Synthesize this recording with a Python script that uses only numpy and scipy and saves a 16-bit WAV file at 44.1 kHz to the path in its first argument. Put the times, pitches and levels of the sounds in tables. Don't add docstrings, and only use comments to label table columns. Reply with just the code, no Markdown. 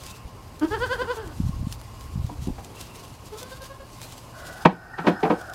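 import sys
import numpy as np
from scipy import signal
from scipy.fft import rfft, irfft, next_fast_len
from scipy.io import wavfile
from scipy.ndimage import uniform_filter1d, map_coordinates

SR = 44100
rng = np.random.default_rng(int(sys.argv[2]) if len(sys.argv) > 2 else 0)


def linear_from_db(decibels):
    return 10 ** (np.asarray(decibels, float) / 20)


def dump(signal):
    limited = np.clip(np.atleast_2d(signal).T, -1, 1)
    pcm = np.round(limited * 32767).astype(np.int16)
    wavfile.write(sys.argv[1], SR, pcm)


N = 244511
TIME = np.arange(N) / SR

# (peak time [s], level [dB], top pitch [Hz], mouth opening [0-1], upper throat resonance [Hz])
NEAR_BLEAT = [
    (.749, -21.5, 451.6, 0.77, 1680),
    (.841, -21.5, 519.3, 0.91, 1652),
    (.934, -22, 541, 0.92, 1675),
    (1.023, -24, 528.4, 0.75, 1650),
    (1.114, -24, 514, .62, 1590),
]
# (peak time [s], level [dB], top pitch [Hz], mouth opening [0-1], upper throat resonance [Hz])
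FAR_BLEAT = [
    (3.334, -37.5, 431, 0.06, 1320),
    (3.43, -42, 503, 0.4, 1580),
    (3.525, -40.5, 522, 0.7, 1610),
    (3.62, -42.5, 532, 0.57, 1620),
    (3.71, -42.5, 547, .35, 1660),
    (3.809, -45, 544, 0.36, 1650),
]
# (time [s], level [dB], pitch [Hz], mouth opening [0-1])
GRUNT = [
    (.609, -40, 332, 1),
    (.619, -25, 296.3, 0.74),
    (.636, -16.5, 308, .5),
    (.65, -19.5, 321.6, 0.35),
    (.664, -30.5, 314, 1),
    (.682, -61, 312, 0.68),
]
# (time [s], level [dB], pitch [Hz], mouth opening [0-1])
SIGH = [
    (1.165, -34, 441, .4),
    (1.18, -32.5, 446.6, .25),
    (1.204, -32, 445, 0.1),
    (1.22, -40, 426.4, 0.84),
    (1.24, -41, 384, 0.75),
    (1.265, -43, 335, 0.6),
    (1.30, -43, 303, .9),
    (1.335, -52, 295, 0.9),
]
# (time from peak [s], level under peak [dB], fold tension [0-1], mouth wider by [0-1])
NEAR_PUFF = [
    (-.046, -17.5, .6, 0.16),
    (-.03, -6.5, .78, 0.11),
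    (-.013, -1.5, .86, 0.0083),
    (0, -1, 1.01, 0.18),
    (0.016, -11.5, .75, .15),
    (0.039, -18.5, 0.24, 0.022),
]
# (time from peak [s], level under peak [dB], fold tension [0-1], mouth wider by [0-1])
FAR_PUFF = [
    (-.022, -25, 1.04, 0.25),
    (-.006, -.5, 1.01, .01),
    (.014, -3.5, .98, 0.09),
    (0.023, -16, 1.01, 1),
    (.055, -21, 1.15, .95),
]
# (lift near 900 Hz [dB], nasal shine above 3.4 kHz [dB], growth of shine [dB/s])
NEAR_THROAT = (5.4, -3.6, 16.4)
FAR_THROAT = (1.8, 10, 2)
# (upper resonance [Hz], lift near 900 Hz [dB], nasal shine above 3.4 kHz [dB])
GRUNT_THROAT = (1500, 5.3, -6)
SIGH_THROAT = (1650, 3.7, 2)
# (frequency [Hz], level [dB])
MOUTH_SHUT = [(250, 31), (450, -3.5), (650, -16), (1000, -15), (1500, -25), (1900, -27.5), (3000, -40.5),
              (6000, -66)]
# (frequency [Hz], level [dB])
MOUTH_OPEN = [(250, 9), (500, -0.5), (1000, -8.5), (1580, 1), (2100, -23), (2600, -19), (3200, -11.5),
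              (3900, -23), (4700, -15), (5500, -34.5), (8000, -37)]
SLACK_HZ = 300.4

# (time [s], peak level [dB], ringing plank [Hz], brightness [dB], rattle t60 [ms])
BANGS = [(1.012, -28, 216, -67, 145), (2.292, -30.5, 750, -33, 33), (2.47, -27, 276, -63, 89),
         (2.581, -32, 749, -11, 61), (2.699, -37.5, 342, -63, 116), (4.65, 2.5, 900, -15.5, 36),
         (4.686, -20.5, 480, -35, 120), (4.98, -15.5, 1345, -3.5, 116), (5.035, -16, 872, -26, 230),
         (5.064, -4, 843.3, -12, 97), (5.226, -8, 387, -10, 82), (5.245, -10.5, 810, -23, 110),
         (5.295, -6, 550, -29, 122)]
# (frequency [Hz], width [Hz], level [dB])
PLANKS = [(175, 18, 2.5), (330, 92, -0.5), (480, 150, -3), (701, 110, -6.5), (832, 84, 1), (980, 216, -8),
          (1320, 130, -11.5), (1505, 140, -13), (1930, 150, -16), (2200, 180, -15), (3350, 2900, -25.5)]
# (time [s], peak level [dB], frequency [Hz], t60 [ms])
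PLANK_RINGS = [(2.305, -28, 291, 120), (2.70, -33, 330, 55), (2.583, -37, 790, 56), (4.655, -3.5, 182, 110),
               (2.294, -25, 950, 49), (4.993, -17.5, 186, 100), (4.998, -31, 1400, 150),
               (5.068, -5, 321, 165), (5.07, -6.5, 200, 125), (5.231, -12.5, 443.5, 190),
               (5.233, -19, 179, 180), (5.24, -16, 821, 110), (5.299, -9, 193.4, 103)]
# (time [s], peak level [dB], frequency [Hz], t60 [ms])
BUCKET = [
    (0.07, -45, 2624, 480),
    (0.124, -50, 2740, 300),
    (2.759, -49, 2706, 420),
    (2.812, -56, 2820, 650),
    (2.884, -53, 2720, 1200),
    (2.95, -57, 2790, 550),
    (2.955, -39.5, 436, 110),
]
RISE_MS, RISE_SHARE, RISE_MS_PER_DB = 6.45, 0.047, 0.38

# (time [s], level [dB], low resonance [Hz], squeak over the drag [dB])
DRAG = [
    (4.28, -60, 719, -24),
    (4.4, -47.5, 630, -10),
    (4.54, -47.5, 650, -5),
    (4.62, -47, 806, -15),
    (4.88, -46.5, 742, -10.5),
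    (4.94, -41, 839, 1),
    (4.99, -46.5, 799, -11),
    (5.17, -36.5, 810, -8),
    (5.24, -43.5, 822, -14),
    (5.5, -40.5, 667, -17.5),
]
SHELF_HZ, SQUEAK_HZ, LOOSE_HZ, LOOSE_S = 1481, 1960, 1843, 4.65

# (time [s], peak level [dB], fade [s])
STEPS = [(.07, -42, 0.072), (.65, -50.5, 0.024), (.84, -48.5, 0.34), (1.16, -47.5, 0.03), (1.43, -49, 0.14),
         (1.6, -53.5, 0.063), (1.73, -45, 0.029), (1.8, -55, 0.43), (2.04, -56.5, 0.16), (2.27, -51, 0.11),
         (2.48, -53, 0.61), (2.81, -43.5, 0.038), (2.86, -57, .15), (3.04, -51.5, 0.2), (3.26, -54, 0.056),
         (3.39, -43, 0.04), (3.5, -50, 0.21), (3.66, -47, 0.057), (3.95, -55, 0.13), (4.03, -41.5, .035),
         (4.1, -52, .28), (4.49, -46, 0.12), (4.6, -47, 0.037), (5.07, -50, 0.094), (5.28, -50, 0.13),
         (5.39, -52.5, .2), (5.54, -53, .05)]
# (time [s], peak level [dB])
SNAPS = [(0.036, -20.5), (0.0648, -25), (0.5955, -27.5), (1.276, -29), (1.4113, -40), (1.7168, -29.5),
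         (1.725, -20.5), (1.8143, -31.5), (2.009, -30), (2.2643, -28.5), (2.4283, -46), (2.4708, -25),
         (2.6467, -28), (2.758, -33), (2.811, -20.5), (3.08, -34.5), (3.3805, -34), (3.43, -23),
         (3.62, -30), (3.66, -37), (4.016, -25), (4.1234, -28), (4.1797, -31), (5.2055, -32), (5.4131, -26),
         (5.4975, -27), (5.5358, -23.5)]
# (frequency [Hz], level per Hz [dB])
STALKS = [(880, -3.5), (1500, -6), (1740, -8.5), (2760, -4), (3260, -2), (6940, -4), (11900, -9.5),
          (15700, -15.5)]
STEP_RISE, SNAP_T60_S = 0.84, 0.022

# (time [s], peak level [dB], frequency [Hz])
AIR_THUDS = [(1.374, -30, 87), (1.404, -12, 167.2), (1.414, -19, 107.4), (1.44, -17.5, 97),
             (1.452, -17.5, 120), (1.468, -14, 91), (1.495, -13.5, 134), (1.572, -26, 69.5),
             (1.599, -24.5, 122), (1.614, -20, 75), (1.63, -22, 174), (1.648, -28, 109), (1.672, -16, 161),
             (2.141, -27, 107), (2.16, -17.5, 122), (2.179, -17.5, 128), (2.2, -18.5, 86),
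             (2.215, -20.5, 89), (2.248, -16.5, 100), (2.313, -30, 230), (2.325, -46, 167),
             (2.394, -23, 84), (2.425, -22, 105.7), (2.474, -17, 240), (2.486, -16.5, 180),
             (2.505, -19.5, 206), (2.516, -25, 44.5),
             (0.257, -29, 51.3),
    (0.718, -26, 73.4),
    (.76, -45, 73.5),
    (0.828, -59, 79),
]
# (time [s], level [dB])
DRAUGHT = [(0, -48.5), (.55, -47), (.8, -37.5), (.92, -40.5), (1.13, -45), (1.36, -36.5), (1.53, -32.5),
           (1.73, -39.5), (1.94, -42.5), (2.33, -34), (2.55, -40), (2.65, -48), (3.2, -48), (3.55, -46),
           (3.83, -48.5), (4.54, -47.5), (5.03, -48.5), (5.54, -47)]
# (frequency [Hz], level per Hz [dB])
RUMBLE = [(12, -50), (20, -32), (33, -1), (124, -0.5), (140, -16.5), (155, -19), (250, -15.5), (320, -22),
          (550, -120)]

# (time [s], peak level [dB], fade [s])
DRONE_SWELLS = [
    (0, -43.5, 0.99),
    (.8, -42, 0.28),
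    (1.07, -33, 0.11),
    (1.55, -40, 0.13),
    (2, -37.5, .2),
    (3, -46.5, 0.28),
    (3.65, -40.5, 0.48),
    (4.37, -39, 0.13),
    (5.27, -46, 0.36),
]
# (frequency [Hz], width [Hz], level [dB])
DRONE = [(1064.4, 46, -4.5), (2890, 77, -12), (5000, 278, -17)]
# (frequency [Hz], level per Hz [dB])
SHED_AIR = [(88, -27), (150, 1), (182, -4), (725, -8.5), (1050, -7), (1330, -14.5), (1670, -19.5),
            (2670, -19), (3570, -26.5), (4780, -21), (5480, -26), (12200, -31), (15700, -38)]
# (frequency [Hz], t60 [s])
SHED_ECHO = [(150, 0.22), (400, 0.181), (1200, 0.15), (4000, 0.19), (12000, 0.087)]
FADE_DB = 9.5
HUM_HZ, WHINE_HZ = 120, 11793


def unit(x):
    return x / np.sqrt(np.mean(x ** 2) + 1e-20)


def along(points, hz):
    f, v = np.transpose(points)
    return np.interp(np.log(hz + 1), np.log(f + 1), v)


def curves(rows, t=TIME):
    s, *cols = np.transpose(rows)
    return [np.interp(t, s, c) for c in cols]


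def wobble(rate, size=N):
    knots = rng.standard_normal(int(size * rate / SR) + 4)
    return map_coordinates(knots, [np.arange(size) * rate / SR])


def filtered(x, response):
    m = next_fast_len(len(x) + 8192)
    return irfft(rfft(x, m) * response(np.fft.rfftfreq(m, 1 / SR)), m)[:len(x)]


def resonances(modes):
    def response(f):
        return sum((-1) ** k * linear_from_db(db) * 1j * f * w / (c * c - f * f + 1j * f * w)
                   for k, (c, w, db) in enumerate(modes))
    return response


def rush(spectrum, patchy_db):
    z = signal.stft(rng.standard_normal(N), nperseg=512)[2]
    field = uniform_filter1d(uniform_filter1d(rng.standard_normal(z.shape), 6, 0), 8, 1)
    noise = signal.istft(z * linear_from_db(patchy_db * unit(field)), nperseg=512)[1][:N]
    return unit(filtered(noise, lambda hz: linear_from_db(along(spectrum, hz))))


def swells(rows, rise):
    s, db, fade_s = np.transpose(rows)[:, :, None]
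    late = (TIME - s) / fade_s
    return np.sqrt(np.sum(linear_from_db(db - FADE_DB * np.maximum(late, -late / rise)) ** 2, 0))


def add(track, s, sound):
    part = track[max(round(s * SR), 0):][:len(sound)]
    part += sound[:len(part)]


def puff_of_voice(t, db, pitch_hz, mouth, throat, jitter, breath):
    upper_hz, lift_db, shine_db = throat
    pitch_hz = uniform_filter1d(pitch_hz, 200) * (1 + jitter * wobble(148.6, size=len(t)))
    phase = 2 * np.pi * np.cumsum(pitch_hz) / SR
    k = np.arange(1, 19)[:, None]
    hz = k * pitch_hz
    near_upper = np.exp(-(np.log(hz / upper_hz) / 0.6) ** 2)
    stretched = hz * (1 + (1580 / upper_hz - 1) * near_upper)
    mouth = np.clip(mouth, 0, 1.3)
    colour_db = (1 - mouth) * along(MOUTH_SHUT, stretched) + mouth * along(MOUTH_OPEN, stretched)
    colour_db = colour_db + lift_db * np.exp(-((hz - 900) / 250) ** 2)
    soft_db = 0.4 * (db - db.max()) * (hz > 2300)
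    gain = linear_from_db(colour_db + shine_db * (hz > 3400) + soft_db)
    lag = 0.31 * k + 1.01 * np.arctan((hz - upper_hz) / 250)
    tone = np.sum(gain * np.cos(k * phase - lag), 0) / np.sqrt(np.sum(gain ** 2, 0) / 2)
    leak = rng.standard_normal(len(t)) * (1 + np.cos(phase))
    leak = unit(filtered(leak, lambda f: linear_from_db(along(MOUTH_OPEN, f)) * (f > 300)))
    leak_gain = breath * linear_from_db(0.98 * (-40 - db).clip(0, 20))
    edge = np.clip(np.minimum(t - t[0], t[-1] - t) / 0.0048, 0, 1)
    swell = linear_from_db(uniform_filter1d(db, 320) + 0.8 * wobble(173, size=len(t)))
    return swell * edge * (tone + leak_gain * leak)


def bleat(puffs, shape, throat, jitter, breath):
    voice = np.zeros(N)
    lift_db, shine_db, growth_db = throat
    t = np.arange(shape[0][0], shape[-1][0], 1 / SR)
    under_db, tension, wider = curves(shape, t)
    for s, db, top_hz, mouth, upper_hz in puffs:
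        pitch_hz = SLACK_HZ + tension * (top_hz - SLACK_HZ)
        nose = (upper_hz, lift_db, shine_db + growth_db * (s - puffs[0][0]))
        puff = puff_of_voice(t, db + under_db, pitch_hz, mouth + wider, nose, jitter, breath)
        add(voice, s + t[0], puff)
    return voice


def utter(rows, throat, jitter, breath):
    voice = np.zeros(N)
    t = np.arange(rows[0][0], rows[-1][0], 1 / SR)
    add(voice, t[0], puff_of_voice(t, *curves(rows, t), throat, jitter, breath))
    return voice


def near_goat():
    voice = bleat(NEAR_BLEAT, NEAR_PUFF, NEAR_THROAT, jitter=0.0094, breath=0.11)
    voice += utter(GRUNT, GRUNT_THROAT, jitter=0.008, breath=0.12)
    return voice + utter(SIGH, SIGH_THROAT, jitter=0.012, breath=0.3)


def far_goat():
    return linear_from_db(3) * bleat(FAR_BLEAT, FAR_PUFF, FAR_THROAT, jitter=0.0062, breath=0.086)


def bangs():
    out, t = np.zeros(N), np.arange(SR // 3) / SR
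    for s, db, plank_hz, bright_db, t60_ms in BANGS:
        rise_ms = RISE_MS + RISE_SHARE * t60_ms + RISE_MS_PER_DB * db
        late_ms = 1000 * t - rise_ms
        build = (1000 * t / max(rise_ms, 0.5)) ** 0.89
        decay = linear_from_db(-60 * late_ms.clip(0) / max(t60_ms, 10))
        force = np.where(late_ms < 0, build, decay)
        rattle = rfft(force * rng.standard_normal(len(t)) * linear_from_db(0.98 * wobble(250, size=len(t))))
        rattle = irfft(rattle / uniform_filter1d(abs(rattle), size=60), len(t))
        modes = [(hz, w, level + rng.normal(0, 1.7)) for hz, w, level in PLANKS]
        planks = resonances(modes + [(plank_hz, 90, 0.5)])

        def tilt(hz):
            treble = linear_from_db((bright_db + 16) * hz ** 2 / (hz ** 2 + 1600 ** 2))
            return treble / (1 + 125 / (1j * hz + 1)) ** 3 / (1 + 1j * hz / 5000) ** 3

        wood = filtered(rattle, lambda hz: planks(hz) * tilt(hz))
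        add(out, s, linear_from_db(db) * wood / np.max(abs(wood)))
    return out


def rings():
    out, t = np.zeros(N), np.arange(SR // 3) / SR
    for s, db, hz, t60_ms in PLANK_RINGS + BUCKET:
        decay = linear_from_db(-60000 * t / max(t60_ms, 10) + 2 * wobble(58, size=len(t)))
        shake = decay * (1 - np.exp(-t / 0.0053))
        blur = (0.65 + hz / 2200) * wobble(70 + hz / 30, size=len(t))
        add(out, s, linear_from_db(db) * shake * np.sin(2 * np.pi * hz * t + blur))
    return out


def drag():
    db, low_hz, squeak_db = curves(DRAG)
    shelf_hz = np.full(N, SHELF_HZ)
    squeak_hz = np.where(TIME < LOOSE_S, SQUEAK_HZ, LOOSE_HZ)

    def sway(hz, width_hz):
        turning = np.exp(2j * np.pi * np.cumsum(hz) / SR)
        return np.real(turning * (wobble(width_hz) + 1j * wobble(width_hz)))

    wood = sway(shelf_hz, 150) + linear_from_db(-2.5) * sway(0.98 * shelf_hz, 650)
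    wood += linear_from_db(-1) * sway(low_hz, 260)
    wood += linear_from_db(-20) * sway(np.full(N, 5147.5), 300)
    wood += linear_from_db(squeak_db) * sway(squeak_hz, 110)
    onset = np.clip((TIME - DRAG[0][0]) / 0.066, 0, 1)
    return linear_from_db(db + 1.3 * wobble(40)) * wood * onset


def straw():
    grains = linear_from_db(1.5 * wobble(900) + 2.9 * wobble(45))
    rustle = linear_from_db(1) * swells(STEPS, STEP_RISE) * unit(grains * rush(STALKS, patchy_db=-1.5))
    snaps, t = np.zeros(N), np.arange(SR // 10) / SR
    for s, db in SNAPS:
        level_db = db - 8.5 - 60 * t / SNAP_T60_S + 4.1 * wobble(770, size=len(t))
        add(snaps, s, linear_from_db(level_db) * rng.standard_normal(len(t)))
    return rustle + filtered(snaps, lambda hz: linear_from_db(along(STALKS, hz) + 2.5))


def thuds():
    out, t = np.zeros(N), np.arange(-SR // 20, SR // 20) / SR
    for s, db, hz in AIR_THUDS:
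        swing = np.cos(2 * np.pi * hz * t + rng.uniform(0, 2 * np.pi))
        add(out, s + t[0], linear_from_db(db) * np.exp(-(t * hz / 0.45) ** 2) * swing)
    return out


def draught():
    level_db, = curves(DRAUGHT)
    return linear_from_db(level_db + 1.9 * wobble(20)) * rush(RUMBLE, patchy_db=0)


def far_drone():
    tone = unit(filtered(rng.standard_normal(N), lambda hz: resonances(DRONE)(hz) ** 2))
    return swells(DRONE_SWELLS, rise=0.72) * linear_from_db(-10.5 + 1.6 * wobble(15)) * tone


def background():
    air = linear_from_db(-47.5 + 0.69 * wobble(4.67)) * rush(SHED_AIR, patchy_db=1)
    hum = linear_from_db(-51 + 3 * wobble(15)) * np.sin(2 * np.pi * HUM_HZ * TIME + 0.63 * wobble(3.6))
    whine = linear_from_db(-72 + 3 * wobble(20)) * np.sin(2 * np.pi * WHINE_HZ * TIME + 0.6 * wobble(15))
    return air + hum + whine


def shed(x):
    hz, t, z = signal.stft(rng.standard_normal(SR // 2), SR, nperseg=256)
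    tail = signal.istft(z * linear_from_db(-60 * t / along(SHED_ECHO, hz)[:, None]), SR, nperseg=256)[1]
    delayed = np.pad(x, (350, 0))
    return signal.fftconvolve(delayed, tail / np.linalg.norm(tail))[:N]


def scene():
    near, far = near_goat(), far_goat()
    wood = bangs() + rings()
    direct = near + far + wood + drag() + straw() + thuds() + draught() + far_drone() + background()
    echo = linear_from_db(-11) * shed(near) + linear_from_db(-8.5) * shed(far) + linear_from_db(-9.5) * shed(wood)
    return (direct + echo)[None]


def top_cut(x):
    return signal.sosfilt(signal.butter(12, 15820, fs=SR, output="sos"), x)


def record(dry):
    hop = 64
    over_db = np.maximum(20 * np.log10(abs(dry[0]) + 1e-9) + 16, 0)
    over_db = over_db[:N // hop * hop].reshape(-1, hop).max(1)
    climb = 7 * hop / SR * np.arange(len(over_db))
    duck_db = np.maximum.accumulate(0.28 * over_db + climb) - climb
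    duck_db = uniform_filter1d(np.pad(duck_db, (8, 0)), 12)
    gain_db = -np.interp(np.arange(N) / hop, np.arange(len(duck_db)), duck_db)
    return top_cut(np.clip(dry * linear_from_db(gain_db), -0.97, 0.97))


dry = scene()
out = record(dry)
dump(out)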